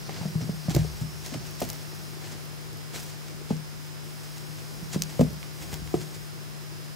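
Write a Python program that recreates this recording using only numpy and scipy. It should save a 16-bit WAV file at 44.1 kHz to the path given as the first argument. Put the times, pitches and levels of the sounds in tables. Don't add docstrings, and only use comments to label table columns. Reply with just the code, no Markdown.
import sys
import numpy as np
from scipy import signal
from scipy.fft import rfft, irfft, next_fast_len
from scipy.io import wavfile
from scipy.ndimage import map_coordinates

SR = 44100
rng = np.random.default_rng(int(sys.argv[2]) if len(sys.argv) > 2 else 0)


def dump(signal):
    limited = np.clip(np.atleast_2d(signal).T, -1, 1)
    pcm = np.round(limited * 32767).astype(np.int16)
    wavfile.write(sys.argv[1], SR, pcm)


def ratio_of_db(decibels):
    return 10 ** (np.asarray(decibels, float) / 20)


N = 306495


def unit(x):
    return x / np.sqrt(np.mean(x ** 2) + 1e-20)


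def along(points, hz):
    f, v = np.transpose(points)
    return np.interp(np.log(hz + 1), np.log(f + 1), v)


def curves(rows):
    s, *cols = np.transpose(rows)
    return [np.interp(np.arange(N) / SR, s, c) for c in cols]


def wobble(rate):
    steps = np.arange(0, N + 16, 16)
    knots = rng.standard_normal(int(N * rate / SR) + 4)
    return np.interp(np.arange(N), steps, map_coordinates(knots, [steps * rate / SR]))


def filtered(x, response):
    m = next_fast_len(N + SR // 2)
    return irfft(rfft(x, m) * response(np.fft.rfftfreq(m, 1 / SR)), m)[..., :N]


def rush(spectrum, alike, lumps=1):
    def shape(hz):
        turn = np.arccos(np.clip(along(alike, hz), -1, 1)) / 2
        return ratio_of_db(along(spectrum, hz)) * [np.cos(turn), np.sin(turn)]

    mid, side = filtered(lumps * rng.standard_normal((2, N)), shape)
    return unit(np.array([mid + side, mid - side]))


def add(track, s, sound, pan_db=None):
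    part = track[:, round(s * SR):][:, :sound.shape[-1]]
    balance = 1 if pan_db is None else ratio_of_db([[pan_db / 2], [-pan_db / 2]])
    part += sound[..., :part.shape[1]] * balance


# frequency in Hz, density in dB per Hz.
RUMBLE = [(15, -59), (28, -21), (50, -11), (84, -14), (101, -3), (119, -5), (138, -14), (167, -13),
          (187, -7.5), (212, -12), (266, -14), (305, -10), (374, -9), (420, -15), (484, -14.5), (534, -17),
          (570, -19.5), (1200, -37), (1560, -50), (2640, -120)]
# frequency in Hz, left-right likeness from -1 to 1.
RUMBLE_ALIKE = [(60, 1), (130, 0.51), (290, 0.23), (640, 0.096), (1200, -0.14)]
# frequency in Hz, density in dB per Hz.
HISS = [(350, -46), (600, 1), (1480, -1), (1720, -2), (2110, -3), (3790, -6), (4530, -6.5), (4980, -9),
        (6730, -8), (9090, -11), (15700, -13.5)]
# frequency in Hz, left-right likeness from -1 to 1.
HISS_ALIKE = [(600, -0.26), (1400, 0.027), (3100, -0.0045), (6800, 0.24), (15000, 0.17)]
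# time in seconds, level in dB.
RUSTLE = [(0.0, -48), (0.71, -50.5), (1.24, -54.5), (1.62, -49.5), (2.09, -50.5), (2.75, -56.5),
          (3.04, -53), (3.52, -62.5), (5.13, -52), (5.4, -54), (5.85, -53), (5.98, -58.5), (6.56, -58),
          (6.95, -60)]
RUMBLE_DB, HISS_DB = -47, -46
RUMBLE_FOLLOWS, HISS_FOLLOWS = 0.23, 0.11


def background():
    play_db = curves(RUSTLE)[0]
    play_db = play_db - play_db.mean()
    rumble_db = RUMBLE_DB + RUMBLE_FOLLOWS * play_db + 1.2 * wobble(14)
    hiss_db = HISS_DB + HISS_FOLLOWS * play_db + 0.11 * wobble(4.2)
    return ratio_of_db(rumble_db) * rush(RUMBLE, RUMBLE_ALIKE) + ratio_of_db(hiss_db) * rush(HISS, HISS_ALIKE)


# multiple of twice the drum speed, rms level in dB,
# left-right difference in dB, share in the load surges from 0 to 1.
WHINE = [(9, -74.5, -1, 0.35), (10, -78, -10, 0), (11, -72.5, -4, 0), (13, -74, -3, 0.054),
         (14, -72, -6, 0.1), (16, -65, -15.5, 0.041), (17, -60, -6.5, 0), (18, -64.5, -10.5, 0.53),
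         (19, -70.5, -10, 0.44), (20, -72, -13, 0.57), (21, -72.5, -15, .1), (22, -76.5, -12, 0.59),
         (31, -74, 0, 0), (33, -83, -2, 0), (34, -76, -10, 0), (35, -77, 3, 0), (36, -76, -5, 0)]
# frequency in Hz, rms level in dB.
STRAY = [(4048, -73), (5230, -65.5), (11041, -76), (15623, -89)]
# time in seconds, level in dB.
SURGE = [(0, -5), (.9, -6), (1.1, 11), (1.9, 11), (2.2, -3), (3.2, -6), (3.7, -2), (4.2, 4), (4.7, 3),
         (5.2, 4), (5.8, 2), (6.3, -4), (6.95, -4)]
DRUM_HZ = 150.0


def drum():
    t = np.arange(N) / SR
    port_phase = np.array([[-1.1], [1.6]])
    hum = ratio_of_db([[-34], [-40]]) * np.sin(2 * np.pi * DRUM_HZ * t + port_phase)
    fluttered = t + 4e-5 * wobble(5) + 6e-6 * wobble(30)
    surge_db = curves(SURGE)[0] + 1.5 * wobble(3.83)
    lines = [(round(k) * 2 * DRUM_HZ, *rest) for k, *rest in WHINE]
    lines += [(hz, db, -1.5, 0) for hz, db in STRAY]
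    out = hum * ratio_of_db(0.15 * wobble(4.9))
    for hz, db, pan_db, share in lines:
        tone = ratio_of_db(db + 2.5 + 0.9 * wobble(7.4)) * np.sin(2 * np.pi * hz * fluttered)
        out = out + [ratio_of_db(pan_db / 2) * tone, ratio_of_db(share * surge_db - pan_db / 2) * tone]
    return out


RISE_SHARE = 0.65


def strokes(rows):
    margin = SR // 5
    t = np.arange(-margin, margin) / SR
    gains = np.zeros((len(rows[0]) - 2, N + margin))
    for s, fall, *dbs in rows:
        pace = np.where(t < 0, RISE_SHARE * fall, fall)
        add(gains, s, ratio_of_db(dbs)[:, None] * ratio_of_db(-10 * np.abs(t / pace) ** 0.7))
    return gains[:, margin:]


# frequency in Hz, density in dB per Hz.
FEATHER = [(2500, -41), (4000, -0.5), (4800, 6), (5800, 3.5), (7000, -13), (10000, -28)]
# peak time in seconds, fall time in seconds, level in dB.
FLICKS = [
    (.07, 0.033, -51),
    (.185, .04, -51),
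    (.29, .025, -55),
    (.42, 0.022, -49),
    (.52, .02, -54),
    (.655, .025, -48),
    (.89, 0.037, -50),
    (1.05, 0.028, -65),
    (3.13, 0.0097, -53),
]


def toy():
    rustle = ratio_of_db(curves(RUSTLE)[0] - 7.5 + 0.78 * wobble(25))
    barbs = rush(FEATHER, [(5000, 0.94)], lumps=ratio_of_db(2.7 * wobble(500)))
    return (rustle + strokes(FLICKS)[0]) * barbs


# frequency in Hz, density in dB per Hz.
FUR = [(290, -2), (500, -4), (686, 0.5), (851, -1.5), (1150, -6.5), (2040, -3), (2360, -4.5), (5000, -10),
       (7800, -10), (9000, -12), (15500, -10)]
# peak time in seconds, fall time in seconds, dull level in dB,
# body level in dB, bright level in dB.
SCUFF = [(.11, .03, -46, -55, -62), (.17, 0.046, -45, -50, -58), (.235, 0.029, -47.5, -56, -62),
         (.415, 0.012, -43, -51, -62), (.697, 0.003, -41, -46, -51), (.706, 0.0061, -45, -46, -52),
         (.7145, 0.0086, -39, -39, -47), (.7508, 0.003, -42, -31, -43), (0.7635, 0.003, -32, -38, -44),
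         (.79, 0.07, -44.5, -46.5, -50), (1.263, 0.022, -42, -39.5, -45), (1.342, 0.025, -41.5, -43.5, -52),
         (1.601, 0.006, -47, -49, -42), (1.622, 0.026, -41, -40, -45), (1.70, 0.028, -47, -53, -44),
         (1.742, 0.017, -46, -59, -50), (2.243, 0.046, -44.5, -50, -59), (2.285, .04, -65, -55, -60),
         (2.325, .025, -51, -53, -60), (2.948, 0.014, -41, -42, -48), (2.961, 0.015, -43, -47, -49),
         (2.976, 0.017, -43, -44.5, -53), (3.0, 0.02, -59, -52, -55), (3.035, .02, -62, -56, -48),
         (3.075, 0.026, -57, -52, -60), (3.098, .025, -55, -51, -58), (3.509, 0.033, -45.5, -48, -65),
         (4.933, 0.012, -43, -37.5, -51), (4.946, 0.01, -38, -41.5, -50), (5.211, 0.018, -40, -42.5, -46),
         (5.625, 0.042, -45.5, -48, -49), (5.734, 0.015, -39, -42, -44), (5.95, 0.013, -44, -47, -53),
         (6.014, 0.027, -46, -43.5, -59), (6.148, 0.019, -47.5, -46, -53)]
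# peak time in seconds, fall time in seconds, body level in dB.
BRUSH = [
    (.975, 0.01, -53),
    (1.015, 0.021, -49.5),
    (1.465, 0.026, -48),
    (1.81, 0.021, -54),
    (3.285, 0.048, -51.5),
    (4.24, 0.035, -52),
    (4.31, 0.027, -68),
    (4.37, 0.025, -52),
    (4.59, 0.038, -53),
    (5.104, 0.041, -49.5),
]
BRUSH_DULL_DB, BRUSH_BRIGHT_DB = 1, -8


def scuffs():
    clumps = ratio_of_db(1.7 * wobble(900) + 0.94 * wobble(120))
    swish = rush(FUR, [(500, 0.64), (3000, 0.62), (6500, 1.0), (14000, 0.48)], lumps=clumps)
    dull = filtered(swish, lambda hz: 1 / (1 + (hz / 3800) ** 6))
    lower = filtered(swish, lambda hz: 1 / (1 + (hz / 8400) ** 6))
    bands = unit(dull), unit(lower - dull), unit(swish - lower)
    brushes = [(s, fall, db + BRUSH_DULL_DB, db, db + BRUSH_BRIGHT_DB) for s, fall, db in BRUSH]
    return sum(gain * band for gain, band in zip(strokes(SCUFF + brushes), bands))


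# start in seconds, peak level in dB, dull part in dB relative to the peak,
# bright part in dB relative to the peak, left-right difference in dB.
TICKS = [(0.0934, -31, 5, -20, -3), (0.6957, -21, -20, -22, -5), (0.748, -14, -12, -23, -10),
         (0.749, -28, -15, -22, -4), (0.7502, -18, -21, -14, -4), (0.7575, -21, -15, -22, -2),
         (0.762, -25, -15, -13, -2), (0.763, -18, -14, -14, -5), (0.7677, -30, -10, -8, -2),
         (1.6033, -23, -18, -12, -4), (1.6042, -24, -18, -11, -3), (1.6187, -26, -10, -11, 0),
         (2.4544, -44, -15, -1, -2), (1.6222, -24, 0, -16, 5), (1.6882, -23, -22, -12, -2),
         (1.7, -13, -25, -17, 3), (1.7014, -23, -20, -22, 0), (3.5059, -36, -8, -26, -0.5),
         (3.5663, -26, -25, -24, -1.5), (4.3805, -25, -15, -24, -1.5), (5.0198, -2, -20, -28, -0.5),
         (5.035, -15, -29, -27, -2), (5.193, -35, 4, -14, -14), (5.2105, -30, 8, -19, -0.5),
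         (5.4284, -41, 13.5, -11, -14), (5.7293, -32, 2, -13, 0.5), (5.7404, -17, -11, -19, 4),
         (5.874, -27, 1.5, -25, 1), (5.9414, -32, 5, -17, 9)]
# start in seconds, peak level in dB.
NICKS = [(0.2793, -41), (0.7425, -30), (1.509, -32), (1.5524, -35), (1.6275, -29), (1.6395, -27),
         (1.649, -30), (1.6902, -33), (1.6932, -32), (1.7299, -24), (1.9495, -35), (2.0364, -37),
         (2.7294, -35), (2.77, -33), (5.0228, -23), (5.0312, -34), (5.1074, -44), (5.3044, -37),
         (5.331, -33), (5.6194, -46)]
# frequency in Hz, length in cycles.
SNAP = [(2300, .6), (5800, .8), (12800, 1.15)]
NICK_DULL_DB, NICK_BRIGHT_DB, NICK_PAN_DB = -19, -11, -2


def ticks():
    out, t = np.zeros((2, N)), np.arange(SR // 50) / SR

    def spike(hz, cycles):
        after = t - .0008
        return np.exp(-(after * hz / cycles) ** 2) * np.cos(2 * np.pi * hz * after - .5)

    dull, middle, bright = [spike(*row) for row in SNAP]
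    rows = TICKS + [(s, db, NICK_DULL_DB, NICK_BRIGHT_DB, NICK_PAN_DB) for s, db in NICKS]
    for s, db, dull_db, bright_db, pan_db in rows:
        snap = middle + ratio_of_db(dull_db) * dull + ratio_of_db(bright_db + 16.5) * bright
        crackle = ratio_of_db(-19 - 60 * t / .016) * rng.standard_normal(len(t))
        fray = np.convolve(crackle, snap)[35:35 + len(t)] * (t > .0011)
        add(out, s + 0.00058, ratio_of_db(db - 6.0) * (snap + fray)[None], 1.4 * pan_db)
    return out


PRESS = 1.6


def ring(modes, t, near_hz, reach, travel, thud_db, thud_t60):
    hz, db, t60 = np.transpose([(near_hz, thud_db, thud_t60), *modes])[:, :, None]
    size, turn = rng.standard_normal((2, len(hz), 1))
    late = travel / np.sqrt(hz)
    db = db - 6 * (np.log2(hz / near_hz) / reach) ** 2 + 1.5 * size
    swell = np.sin(np.pi / 2 * np.clip(t / (PRESS * late), 0, 1)) ** 2
    tones = np.cos(2 * np.pi * hz * (t - late) + .25 * turn)
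    x = (ratio_of_db(db - 60 * t / t60) * swell * tones).sum(0)
    return x / np.abs(x).max()


# start in seconds, level in dB, pitch in Hz,
# thud over ring in dB, spread of modes reached in octaves.
POUNCES = [(0.2521, -19.5, 179, 0, 0.23), (0.3527, -15, 149, 9, 0.24), (0.42, -21.5, 162, -3, 0.47),
           (0.4903, -17, 173.7, 8, 0.27), (0.704, -25, 120, -5, 0.43), (1.013, -19, 140, 9, 0.62),
           (1.319, -29, 259, 3, 0.27), (1.337, -34, 170, 4, 0.48), (1.3506, -23.5, 159, 10, 0.7),
           (1.385, -36, 170, 6, .4), (1.616, -23, 188, 3, 0.52), (3.5049, -13, 206.5, 13, 0.36),
           (3.521, -19, 153, 1, 0.15), (4.9573, -14.5, 183.5, 5, 0.29), (5.942, -19.5, 170, -1, 0.3)]
# start in seconds, level in dB,
# pitch in Hz, thud over ring in dB, spread of modes reached in octaves.
FLOPS = [(0.682, -13, 160, 9, 0.42), (0.747, -18, 125, 3, 0.35), (0.762, -10, 144, 8, 0.42),
         (0.776, -21, 110, 4, .4), (0.789, -18, 155, 6, 0.47), (0.804, -25, 105, 4, .4),
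         (0.814, -23, 155, 4, 0.45), (5.194, -9.5, 162, 7.6, 0.54), (5.2065, -10.5, 244, 9, 0.21),
         (5.2153, -17.5, 183, 10, 0.32), (5.227, -15.5, 195, 6, 0.4), (5.2383, -22, 144, 6, 0.38),
         (5.256, -29, 230, 4, .3)]
# start in seconds, level in dB.
STEPS = [(0.087, -30.5), (0.115, -38), (0.168, -30), (0.208, -24.5), (0.231, -31), (0.409, -32),
         (0.653, -31), (0.716, -34), (0.842, -37), (1.153, -40), (1.221, -45), (4.493, -36), (4.823, -26.5),
         (4.855, -38), (4.94, -29), (5.276, -27), (5.325, -29), (5.371, -36), (5.604, -38), (5.727, -28),
         (5.814, -29.5), (5.961, -44), (5.984, -28), (6.02, -35), (6.158, -42)]
# start in seconds, level in
# dB.
ROLLS = [(0.705, -34), (0.744, -23), (0.775, -35), (0.86, -43), (0.899, -38), (0.936, -31), (1.014, -34),
         (1.152, -41), (1.345, -41), (3.38, -47), (0.353, -44), (0.491, -45), (1.615, -42), (4.958, -40),
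         (5.197, -33), (5.212, -34), (5.603, -41), (5.689, -41), (5.725, -30.5), (5.817, -30.5),
         (5.882, -31.5)]
# frequency in Hz, level in dB, decay time T60 in seconds.
JOISTS = [(36, -4, .15), (56, -5, .4), (70, 0, .6), (84, -5, .35), (98, -6, .3)]
JOISTS_POUNCE_DB, JOISTS_STEP_DB = -34, -23


def joists():
    out, t = np.zeros((2, N)), np.arange(SR // 3) / SR
    loads = [(s, db + JOISTS_POUNCE_DB) for s, db, *_ in POUNCES + FLOPS]
    loads += [(s, db + JOISTS_STEP_DB) for s, db in STEPS]
    for s, db in loads + ROLLS:
        boom = ring(JOISTS, t, 70, 1.2, travel=.12, thud_db=-4, thud_t60=.12)
        add(out, s, ratio_of_db(db - 0.8) * boom[None], 1.3)
    return out


# frequency in Hz, level in dB, decay time T60 in seconds.
BOARD = [(124.2, 4.5, 0.33), (156.5, 1.5, 0.39), (180.4, -4.5, 0.21), (195, -2, 0.27), (228, 3.5, 0.093),
         (246.6, 4.5, 0.2)]
STEP_HZ, STEP_THUD_DB, STEP_REACH = 160.3, 13, 0.38
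FLOP_RING = .65


def boards():
    out, t = np.zeros((2, N)), np.arange(SR // 3) / SR
    steps = [(s, db, STEP_HZ, STEP_THUD_DB, STEP_REACH) for s, db in STEPS]
    for rows, ring_share in [(POUNCES + steps, 1), (FLOPS, FLOP_RING)]:
        modes = np.multiply(BOARD, [1, 1, ring_share])
        for s, db, hz, thud_db, reach in rows:
            thump = ring(modes, t, hz, reach, travel=0.093, thud_db=thud_db + 4.0, thud_t60=.075)
            add(out, s, -ratio_of_db(db - 1.85) * thump[None], 1.3)
    return out


# start in seconds, level in dB, pitch in Hz,
# crisp edge in dB relative to the slap, edge pitch in Hz.
SLAPS = [(0.092, -33, 427, 7, 774), (0.212, -47.5, 352, 17, 890), (0.231, -48, 301, 14, 760),
         (0.254, -34, 444, 2, 634), (0.351, -31.5, 336, -5, 800), (0.406, -38, 460, 1, 600),
         (0.423, -37, 296, -20, 694), (0.491, -30, 425, 0, 614), (0.682, -31.5, 290, 5.5, 624),
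         (0.708, -26, 310, -4, 745), (0.746, -18.5, 336, -8, 760), (0.764, -14, 336, -4, 587),
         (0.846, -28, 406, -7, 735), (1.319, -40.5, 296, 5, 550), (1.344, -35, 320, 6.5, 660),
         (1.357, -28, 310, -17, 557), (1.616, -30, 290, 13, 622), (1.625, -22, 377, -10, 604),
         (3.505, -21, 454, -1, 790), (4.958, -22, 342, -6.5, 523), (5.193, -12.5, 505, -9, 580),
         (5.210, -14.5, 477, 0, 617), (5.228, -29, 490, -11, 607), (5.727, -34, 395, -1, 814),
         (5.9402, -8.5, 347, -11, 733), (5.243, -38, 520, -5, 570), (3.412, -36, 440, -10, 600)]
# start in seconds, level in dB.
PATS = [(0.14, -50), (0.175, -53), (0.29, -44), (0.44, -44), (0.53, -45), (1.011, -40), (1.93, -38),
        (2.13, -40), (2.168, -34.5), (2.35, -36), (2.95, -48), (4.942, -37), (1.221, -41), (5.755, -37),
        (5.79, -42), (5.96, -34), (5.982, -32), (6.162, -37)]
# frequency in Hz, level in dB, decay time T60 in seconds.
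PAD = [(310, -7, 0.37), (364, -1, 0.3), (425, 17, 0.094), (440, -13, 0.063), (500, 10, 0.19)]
# frequency in Hz, level in dB, decay time T60 in seconds.
EDGE = [(572, 5.5, 0.047), (651, -2, 0.12), (709, -1.5, 0.083), (853, -0.5, 0.06), (1008, 11.5, 0.017),
        (1204, 4.5, 0.031)]
PAT_HZ, PAT_EDGE_DB, PAT_EDGE_HZ = 359, -8, 750


def pads():
    out, t = np.zeros((2, N)), np.arange(SR // 7) / SR
    rows = SLAPS + [(s, db, PAT_HZ, PAT_EDGE_DB, PAT_EDGE_HZ) for s, db in PATS]
    for s, db, hz, edge_db, edge_hz in rows:
        slap = ring(PAD, t, hz, 0.3, travel=0.0638, thud_db=32.5, thud_t60=0.027)
        edge = ring(EDGE, t, edge_hz, 0.88, travel=0.052, thud_db=11.0, thud_t60=0.033)
        add(out, s, -ratio_of_db(db - 2.5) * (slap - ratio_of_db(edge_db) * edge)[None], 1.1)
    return out


# frequency in Hz, lead in radians.
LEAD = [(60, 0.11), (200, 0.64), (500, 1), (1200, 0.9), (4000, .3)]


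def paws():
    landings = joists() + boards() + pads()
    return filtered(landings, lambda hz: np.exp(.5j * along(LEAD, hz) * [[1], [-1]]))


# frequency in Hz, decay time T60 in seconds.
WALLS = [(100, 0.35), (1000, 0.52), (10000, 0.022)]


def walls(x):
    hz, t, z = signal.stft(rng.standard_normal((2, SR // 2)), SR, nperseg=256)
    decay = ratio_of_db(-60 * t / along(WALLS, hz)[:, None])
    tail = signal.istft(z * decay, SR, nperseg=256)[1]
    delayed = np.pad(x, ((0, 0), (300, 0)))
    return signal.fftconvolve(delayed, tail / np.linalg.norm(tail[0]), axes=1)[:, :N]


def scene():
    steady = background() + drum()
    friction = toy() + scuffs()
    claws, thumps = ticks(), paws()
    echo = walls(ratio_of_db(-22) * thumps + ratio_of_db(-18) * claws)
    return steady + friction + claws + thumps + echo


# start in seconds, end in seconds.
FOLDED = [
    (.22, .665),
    (.82, 1.25),
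    (1.44, 1.54),
    (1.755, 2.15),
    (2.99, 3.04),
    (3.83, 3.88),
    (4.05, 5.335),
    (5.377, 5.47),
    (5.53, 5.806),
    (5.85, 6.285),
]
# frequency in Hz, share of patches from 0 to 1.
SPARED = [(4700, .75), (5800, .5), (7000, .15), (10000, .05)]
FOLD_HZ, FOLD_DB = 4700, 1.8


def fold(pair):
    mid_side = np.array([pair[0] + pair[1], pair[0] - pair[1]]) / 2
    hz, t, z = signal.stft(mid_side, SR, nperseg=1024)
    patches = rng.random((len(hz) // 8 + 1, len(t) // 2 + 1))
    luck = np.kron(patches, np.ones((8, 2)))[:len(hz), :len(t)]
    in_span = sum((t > a) & (t < b) for a, b in FOLDED)
    folded = in_span * (hz[:, None] > FOLD_HZ) * (luck > along(SPARED, hz)[:, None])
    mid, side = signal.istft(z * [ratio_of_db(FOLD_DB * folded), 1 - folded], SR, nperseg=1024)[1][:, :N]
    return np.array([mid + side, mid - side])


def low_pass(x):
    return signal.sosfilt(signal.butter(12, 16660, fs=SR, output="sos"), x)


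def record(dry):
    heard = filtered(dry, lambda hz: hz ** 2 / (hz ** 2 + 35 ** 2))
    kept = filtered(fold(heard), lambda hz: np.clip((15870 - hz) / 150, .003, 1))
    return low_pass(kept)


dry = scene()
out = record(dry)
dump(out)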